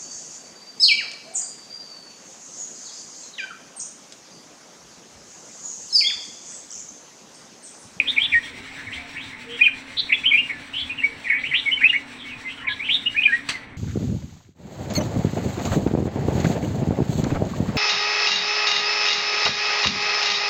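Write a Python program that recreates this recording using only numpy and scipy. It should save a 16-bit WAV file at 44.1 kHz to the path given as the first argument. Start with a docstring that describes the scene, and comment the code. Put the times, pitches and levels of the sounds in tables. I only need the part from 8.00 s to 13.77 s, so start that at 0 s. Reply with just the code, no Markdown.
"""A caged songbird sings quick phrases of slurred whistles and buzzy sweeps in a garden: gliding tones
with faint overtones, roughened by a fast trill. Random echo patterns stand for walls and other cages.
More birds and soft low calls, built the same way, sound from farther off. Under them lie outdoor noise
with a flickering hiss, a faint wavering hum and low bumps; near the end something gives one dry clack."""
import sys
import numpy as np
from scipy import signal
from scipy.fft import rfft, irfft
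from scipy.io import wavfile
from scipy.ndimage import uniform_filter1d

SR = 44100
rng = np.random.default_rng(int(sys.argv[2]) if len(sys.argv) > 2 else 0)


def transcribe(u):
    """Save the signal u as a 16-bit wav file named by the first command-line argument.

    u: samples, shape (n,) or (channels, n), limited to [-1, 1]; the rate is SR.
    q: integer samples, one column per channel.
    """
    v = np.clip(np.atleast_2d(u).T, -1, 1)
    q = np.round(v * 32767).astype(np.int16)
    wavfile.write(sys.argv[1], SR, q)


N = 254456  # samples


def gain_of(db):
    """Level to amplitude: 20 dB is a factor of ten in pressure."""
    return 10 ** (np.asarray(db) / 20)


def evened(x):
    """Normalisation to unit root-mean-square amplitude."""
    return x / np.sqrt(np.mean(x ** 2) + 1e-20)


def read(points, hz):
    """Interpolation along a logarithmic frequency axis, flat beyond the end points."""
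    point_hz, value = np.transpose(points)
    return np.interp(np.log(hz + 1), np.log(point_hz + 1), value)


def add(mix, start_s, sound):
    """Superposition: pressures sum, with any part before time zero cut off."""
    at = round(start_s * SR)
    sound = sound[max(0, -at):]
    part = mix[max(0, at):][:len(sound)]
    part += sound[:len(part)]


def noise(lo_hz, hi_hz):
    """Band-limited Gaussian noise of rms 1, its spectrum falling smoothly beyond both edges."""
    hz = np.fft.rfftfreq(N, 1 / SR) + 1e-3
    spectrum = rfft(rng.standard_normal(N))
    band = spectrum / (1 + (lo_hz / hz) ** 4) / (1 + (hz / hi_hz) ** 4)
    return evened(irfft(band, N))


def note(start_s, length_s, from_hz, to_hz, db, swell_db, rough, attack_s, release_s):
    """Exponential relaxation of pitch towards its goal, under a loudness that eases in, arches and lets go."""
    margin_s = 0.05  # room for the soft ends
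    settle = 1.82  # time constants in a note: the pitch moves fast at first, then settles
    arch_db = 0.5  # a note is this much weaker at its ends than in its middle
    t = np.arange(-margin_s, length_s + margin_s, 1 / SR)
    progress = np.clip(t / length_s, 0, 1)
    hz = from_hz + (to_hz - from_hz) * np.expm1(-settle * progress) / np.expm1(-settle)
    opening = .5 + .5 * np.tanh(t / attack_s)
    closing = .5 + .5 * np.tanh((length_s - t) / release_s)
    level_db = db + swell_db * (progress - .5) - arch_db * (2 * progress - 1) ** 2
    return start_s + t, hz, gain_of(level_db) * opening * closing, np.clip(rough, 0, 1)


def sing(notes, trill_hz, trill_depth, rasp, flutter, attack_s, release_s):
    """Frequency and amplitude modulation in a syrinx: a trill shakes a gliding tone as far as it is rough."""
    # strength of the overtones against the whistle, by where they fall: overtone_hz, level_db
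    overtones = [(3500, -44), (5500, -45.5), (7500, -54), (9000, -70), (10200, -49), (11200, -48),
                 (12000, -70)]
    out = np.zeros(N)
    wobble = noise(27, 190)
    jitter = np.tanh(noise(97, 450))
    for row in notes:
        t, hz, size, rough = note(*row, attack_s, release_s)
        at = np.clip((t * SR).astype(int), 0, N - 1)
        # the trill is never quite even
        trill = np.sin(2 * np.pi * np.cumsum(trill_hz * (1 + 0.22 * wobble[at])) / SR)
        shake = rough * (trill_depth * trill + rasp * jitter[at])
        pitch = hz * (1 + 0.013 * wobble[at] + shake)
        phase = 2 * np.pi * np.cumsum(pitch) / SR
        tone = np.sin(phase)
        for k in range(2, 5):
            tone += gain_of(read(overtones, k * hz)) * np.sin(k * phase)
        loudness = size * (1 - flutter * rough * (trill + jitter[at]))
        add(out, t[0], np.sqrt(2) * loudness * tone)
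    # a note already under way at the start fades in softly
    return out * np.tanh(np.arange(N) / SR / .001) ** 2


def dying(x, ring):
    """Frequency-dependent exponential decay: each band falls 60 dB in its own ring time."""
    hz, t, z = signal.stft(x, SR, nperseg=256)
    decay = gain_of(-60 * t / read(ring, hz)[:, None])
    return signal.istft(z * decay, SR, nperseg=256)[1][:len(x)]


def echoes(x, ring, first_s):
    """Convolution with scattered reflections from cages, walls and leaves, beginning after first_s."""
    t = np.arange(SR) / SR
    struck = rng.random(SR) < 2000 / SR  # about 2000 reflections a second
    taps = rng.choice([-1., 1.], SR) * struck * (t > first_s)
    tail = dying(taps, ring)
    return signal.fftconvolve(x, tail / np.linalg.norm(tail))[:N]


def wash(colour, patchy_db):
    """Spectrally shaped noise of rms 1 whose level drifts in small patches of time and frequency."""
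    frames, hz = N // 256 + 5, np.fft.rfftfreq(1024, 1 / SR)
    real, imaginary, patches = rng.standard_normal((3, frames, len(hz)))
    patches = uniform_filter1d(patches, size=12, axis=0)
    patches = evened(uniform_filter1d(patches, size=6, axis=1))
    z = (real + 1j * imaginary) * gain_of(read(colour, hz) + patchy_db * patches)
    return evened(signal.istft(z.T, nperseg=1024, noverlap=768)[1][:N])


def air():
    """Amplitude-modulated broadband noise: a flickering hiss takes the upper air with it as it sinks."""
    # relative spectrum of the outdoor air: hz, density_db (per Hz)
    air_colour = [(20, -2), (50, -16), (90, -0.5), (135, -1), (175, -5.5), (255, -0.5), (340, -7.5),
                  (600, -9.5), (1400, -8), (2200, 0.5), (3000, -10), (4000, -9), (4900, -20.5)]
    # relative spectrum of the high hiss over it: hz, density_db (per Hz)
    hiss_colour = [(4000, -25.5), (5000, -5.5), (5700, 2), (6600, -8), (8100, 0), (8900, -15.5),
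                   (10200, -11), (11800, -37.5), (13200, -32), (14500, -24), (15600, -14.5)]
    # the hiss swells or eases for a moment: middle_s, half_length_s, change_db
    hiss_swells = [(0.095, 1, 3), (1.371, 0.055, -2), (1.69, 0.041, -2.5), (2.987, 0.047, -5),
                   (3.37, 0.05, -9.5), (4.246, 0.41, -1.5), (4.672, .05, -12.5)]
    air_db, hiss_db = -41, -55
    fade_s, fade_db_per_s = 5.49, 75  # the hiss sinks away at the end
    t = np.arange(N) / SR
    flicker_db = 2.1 * noise(3, 12)
    swell_db = sum(db * np.exp(-((t - middle) / half) ** 2) for middle, half, db in hiss_swells)
    fade_db = fade_db_per_s * np.maximum(t - fade_s, 0)
    hiss = gain_of(hiss_db + swell_db - fade_db + flicker_db)
    body = gain_of(air_db) * wash(air_colour + [(6000, -45)], patchy_db=1.8)
    fizz = wash(hiss_colour, patchy_db=2.6)
    low = signal.sosfiltfilt(signal.butter(2, 2200, fs=SR, output="sos"), body)
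    return low + (body - low) * hiss / np.median(hiss) + hiss * fizz


def hum():
    """Slow random modulation: low tones waver in pitch and level as they carry across the garden."""
    # a distant machine, one row a tone, before the wavering: pitch_hz, level_db
    hum_tones = [(247, -54), (277, -53), (470, -65), (885, -61), (1035, -65.5)]
    out = np.zeros(N)
    for hz, db in hum_tones:
        phase = 2 * np.pi * np.cumsum(hz + 5.4 * noise(0.72, 18.3)) / SR
        level_db = db + 2.88 * noise(0.48, 3.4)
        out += np.sqrt(2) * gain_of(level_db) * np.sin(phase)
    return out


def bumps(swell_s=0.0169):
    """Damped oscillation: each bump swells and dies within a few slow cycles."""
    # soft low bumps on the microphone, timed at the height of the swell: peak_s, level_db, pitch_hz
    bump_list = [(0.344, -39.5, 71.5), (0.88, -41.5, 100), (.97, -44.5, 76.5), (2.83, -43, 76),
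                 (3.5, -43.5, 140)]
    out, t = np.zeros(N), np.arange(SR // 4) / SR
    envelope = t / swell_s * np.exp(1 - t / swell_s)
    for peak_s, db, hz in bump_list:
        tone = np.sqrt(2) * gain_of(db) * np.sin(2 * np.pi * hz * t)
        add(out, peak_s - swell_s, envelope * tone)
    return out


def clack(rise_s=0.0034, hold_s=0.0043, fall_s=0.016, tail_db=-9):
    """Impulsive excitation and reverberant decay: a short splintery crack, then its ring in the yard."""
    # the clack, its level that of the noise before its envelope: start_s, level_db
    start_s, level_db = (5.487, -19)
    # its relative spectrum: hz, density_db (per Hz)
    clack_colour = [(200, -9), (450, -18), (1400, -6.5), (2000, 1), (2800, 0), (3700, -5), (4500, 3),
                    (5300, -16), (6000, -6.5), (6800, -16), (8000, -11), (9000, -21), (13000, -42),
                    (15500, -33)]
    # its ring, as the time to fall 60 dB: hz, t60_s
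    clack_ring = [(500, 1), (3000, 0.35), (8000, 0.28), (15000, 0.43)]
    t, hz = np.arange(SR) / SR, np.fft.rfftfreq(SR, 1 / SR)
    colour = gain_of(read(clack_colour, hz))
    crack, tail = (evened(irfft(rfft(rng.standard_normal(SR)) * colour, SR)) for _ in range(2))
    crack = crack * np.exp(-np.maximum(t - hold_s, 0) / fall_s)
    sound = crack + gain_of(tail_db) * dying(tail, clack_ring)
    out = np.zeros(N)
    add(out, start_s, gain_of(level_db) * np.minimum(t / rise_s, 1) * sound)
    return out


def scene():
    """Direct-to-reverberant balance: the near bird is mostly direct, the far ones are half echo."""
    # the caged bird, one row a note; notes overlap where both sides of the syrinx sound; levels are
    # relative, swell runs from start to end:
    # start_s, length_s, from_hz, to_hz, level_db, swell_db, roughness (0-1)
    song_notes = [ (-.005, 0.0084, 2595, 2453, 2.5, -12, 0.23), (.062, 0.01, 2580, 2430, -26, -4, 0.04),
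                  (.075, 0.034, 3170, 3687, -17.5, 2, 0.26), (.165, .015, 2703, 2120, -20, 0, 0.02),
                  (.181, 0.01, 2220, 2450, -7.5, -2, 0.13), (.194, 0.024, 2960, 3134, -25, 4, 0.3),
                  (.217, 0.0099, 3144, 3285, -11.5, -5, 0), (.229, 0.036, 3380, 3480, -19.5, -1, .5),
                  (.256, 0.0071, 3300, 2750, -22, -1, 0.54), (.321, .023, 2460, 2290, -14.5, 6.5, 0.37),
                  (.345, 0.044, 1875, 1872, -16, -6.5, 0.03), (1.593, 0.0082, 2650, 2720, -24, 0, .15),
                  (1.59, 0.022, 1600, 2007, -30.5, 5.5, .05), (1.613, 0.013, 2375, 2473, -5.5, -2, 0.09),
                  (1.633, 0.015, 3130, 3080, -16.5, 5, .05), (1.652, 0.0068, 2930, 2640, -11.5, -1, 0.06),
                  (1.659, 0.017, 2450, 2425, -8.5, 4, 0.13), (1.676, 0.012, 1947, 1520, -30.5, -7, 0.2),
                  (1.97, .036, 3746, 3906, -19.5, 10, 0.64), (2.093, 0.033, 2452, 2013, -24, -1, .35),
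                  (2.123, 0.012, 2310, 2650, -8.5, 1, 0.56), (2.139, 0.02, 3440, 3360, -22, -3, 0.1),
                  (2.239, 0.013, 2320, 2590, -22, -2, 0.37), (2.258, 0.016, 2980, 3087, -11, -4, 0.23),
                  (2.278, 0.027, 3154, 3250, -17.5, -8.5, 0), (2.309, 0.018, 2480, 2144, -15.5, 0, 0),
                  (2.331, .032, 2350, 2408, -9.5, -2, 0.13), (2.374, 0.038, 2620, 2853, -17, -11, 0.36),
                  (2.49, 0.024, 2350, 2150, -25.5, 7, 0.5), (2.518, 0.071, 1777, 1733, -41.5, -7, 0),
                  (2.737, 0.039, 2786, 3110, -25.5, -1, 0.38), (2.776, 0.056, 3297, 3377, -26.5, -2, 0.36),
                  (2.795, 0.021, 3770, 4250, -36.5, -6, .4), (2.894, 0.013, 2350, 2500, -25, 4, 0.1),
                  (2.905, 0.044, 2830, 2530, -34.5, -12, .17), (2.979, 0.029, 3020, 2643, -26, 4, 0.24),
                  (3.02, 0.015, 1817, 2170, -28.5, 9, 0.3), (3.036, 0.023, 2236, 2296, -19, -7, 0.04),
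                  (3.243, .021, 2425, 2330, -28, 1, 0.25), (3.264, .015, 2280, 1820, -26.5, 3, 0),
                  (3.283, 0.013, 2410, 2810, -29.5, -3, .7), (3.302, 0.012, 2215, 2125, -14.5, -13, 0.49),
                  (3.317, 0.019, 1997, 1690, -20.5, -11, 0), (3.318, 0.1, 2195, 2302, -28, -12, 0.7),
                  (3.44, 0.0056, 2220, 2400, -18, -6, 0.4), (3.449, .057, 2565, 3080, -29.5, -10, 0.44),
                  (3.512, 0.032, 2270, 1897, -24, -2, 0.25), (3.538, .064, 2283, 3727, -19, -13.5, 0.51),
                  (3.658, 0.04, 2260, 2174, -19.5, 8.5, .1), (3.716, 0.028, 2884, 3066, -14.5, 3, 0.14),
                  (3.772, .01, 2220, 2230, -25, 0, .08), (3.788, 0.014, 2840, 2710, -28, 8.5, 0.3),
                  (3.807, 0.031, 2486, 2050, -22, 3, 0.3), (3.81, 0.032, 1494, 2120, -21.5, 8, 0.3),
                  (3.839, 0.012, 2290, 2504, -7, -3, 0.15), (3.852, .02, 2550, 2624, -9, -3, 0),
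                  (3.88, 0.038, 3280, 3580, -33, -8, 0.46), (3.896, 0.013, 2860, 2842, -12, -2, .1),
                  (3.93, 0.036, 1894, 2270, -18.5, 3, 0.35), (4.672, 0.016, 2485, 2195, -19.5, -2, 0.37),
                  (4.69, 0.037, 1704, 1665, -26.5, 5, 0), (4.687, 0.052, 3490, 3650, -28.5, 2.5, 0.7),
                  (4.796, 0.044, 2080, 2490, -27, -2, 0.1), (4.842, .042, 2830, 3040, -27, 2, 0.63),
                  (4.889, 0.047, 2246, 3550, -17, -1, 0.42), (4.942, 0.032, 3674, 3627, -15.5, -8, 0.23),
                  (5.062, 0.024, 2800, 2934, -16, -4, 0.16), (5.146, 0.024, 1627, 1837, -28, 3.5, 0),
                  (5.165, 0.036, 2280, 2528, -16, 4.5, 0.05),
                  (5.221, 0.0064, 2730, 2380, -14.5, -7.5, 0.27),
                  (5.235, 0.0096, 2910, 3080, -12.5, -5, 0.3), (5.254, .017, 2394, 2438, -6, 3.5, 0.11),
                  (5.278, 0.037, 1720, 1639, -23.5, -1, 0.05), (5.322, 0.037, 1812, 1928, -17, -4.5, 0.21),
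                  ]
    # birds farther off, same columns; roughness above 1 counts as 1
    neighbour_notes = [ (.425, 0.023, 2700, 3594, -38, 9, 0.28), (.453, 0.02, 3520, 3060, -39, -4, 0.37),
                       (.755, 0.068, 2100, 1816, -38, 1, 0.82), (.875, 0.019, 2234, 1790, -30.5, -9, 0.2),
                       (.922, 0.033, 2020, 3645, -30.5, -11, .4), (.958, 0.049, 1996, 2370, -35.5, 0, 0.5),
                       (1.158, 0.026, 1738, 2590, -27, 7.5, 0.7),
                       (1.195, 0.053, 2750, 3750, -36.5, -2, 0.3),
                       (1.32, 0.045, 2130, 2114, -36.5, -11, 0.34),
                       (1.495, 0.082, 2990, 3165, -35, -1.5, 0.6), (3.385, .045, 2950, 4160, -41, -12, 1.1),
                       (4.195, 0.054, 3630, 3260, -38, -4, 0.46),
                       (4.255, 0.069, 2220, 2227, -40.5, -12, 0.2), (4.285, .065, 3110, 2457, -36, 2, 0.3),
                       (4.448, .032, 2170, 2053, -30.5, 1, 0.04), (4.485, .045, 2680, 2955, -33, -5, 0.6),
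                       (4.58, .057, 3130, 2830, -38.5, -7, 0.3), (4.59, 0.076, 1448, 2070, -39, 19, .7),
                       (5.539, .06, 2100, 1953, -32, -4, 0), ]
    # soft low calls from far away: start_s, length_s, from_hz, to_hz, level_db
    coo_notes = [ (.01, 0.1, 435, 450, -51), (0.564, 0.11, 391, 412, -53), (.95, 0.1, 734, 703, -45.5),
                 (1.46, 0.092, 456, 476.5, -46), (3.05, 0.11, 456, 461, -51),
                 (4.568, 0.056, 1460, 1340, -43.5), (4.627, 0.094, 1120, 1014, -45.5), ]
    # the more the bird turns its beak away, the stronger the echoes: time_s, change_db
    turned = [(0, -6), (1.599, -3), (2.35, -2), (3.35, 1), (3.65, -4), (5.3, -4.5)]
    # ring time of the close echoes off cage, ground and wall: hz, t60_s
    close_ring = [(1500, 0.066), (4000, 0.052)]
    # ring time of the yard: hz, t60_s
    yard_ring = [(1000, 0.49), (2300, 0.25), (3500, 0.35), (10000, 0.23)]

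    near = sing(song_notes, trill_hz=268.1, trill_depth=0.16, rasp=0.015, flutter=0.35,
                attack_s=0.0039, release_s=0.0025)
    coos = [(*row, 0, 0.1) for row in coo_notes]  # no swell, slight roughness
    far = sing(neighbour_notes + coos, trill_hz=141.3, trill_depth=0.11, rasp=0.15, flutter=0.21,
               attack_s=0.013, release_s=0.016)
    thrown = near * gain_of(np.interp(np.arange(N) / SR, *np.transpose(turned)))
    # close echoes beat against each glide and make it grainy; later ones hold its pitch after it ends
    close = gain_of(-2.5) * echoes(thrown, close_ring, first_s=0.002)
    late = gain_of(-10.5) * echoes(thrown, yard_ring, first_s=0.016)
    distant = gain_of(-2.5) * far
    distant += gain_of(-7) * echoes(far, close_ring, first_s=0.001)
    distant += gain_of(-7) * echoes(far, yard_ring, first_s=0.0028)
    birds = gain_of(-1.82) * near + close + late + distant
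    return (birds + air() + hum() + bumps() + clack())[None]


def record(dry):
    """Low-pass filtering: the recorder's band limit at 15850 Hz."""
    lowpass = signal.firwin(511, 15850, window=("kaiser", 9), fs=SR)
    return signal.oaconvolve(dry, lowpass[None], "same")


dry = scene()
out = record(dry)
transcribe(out)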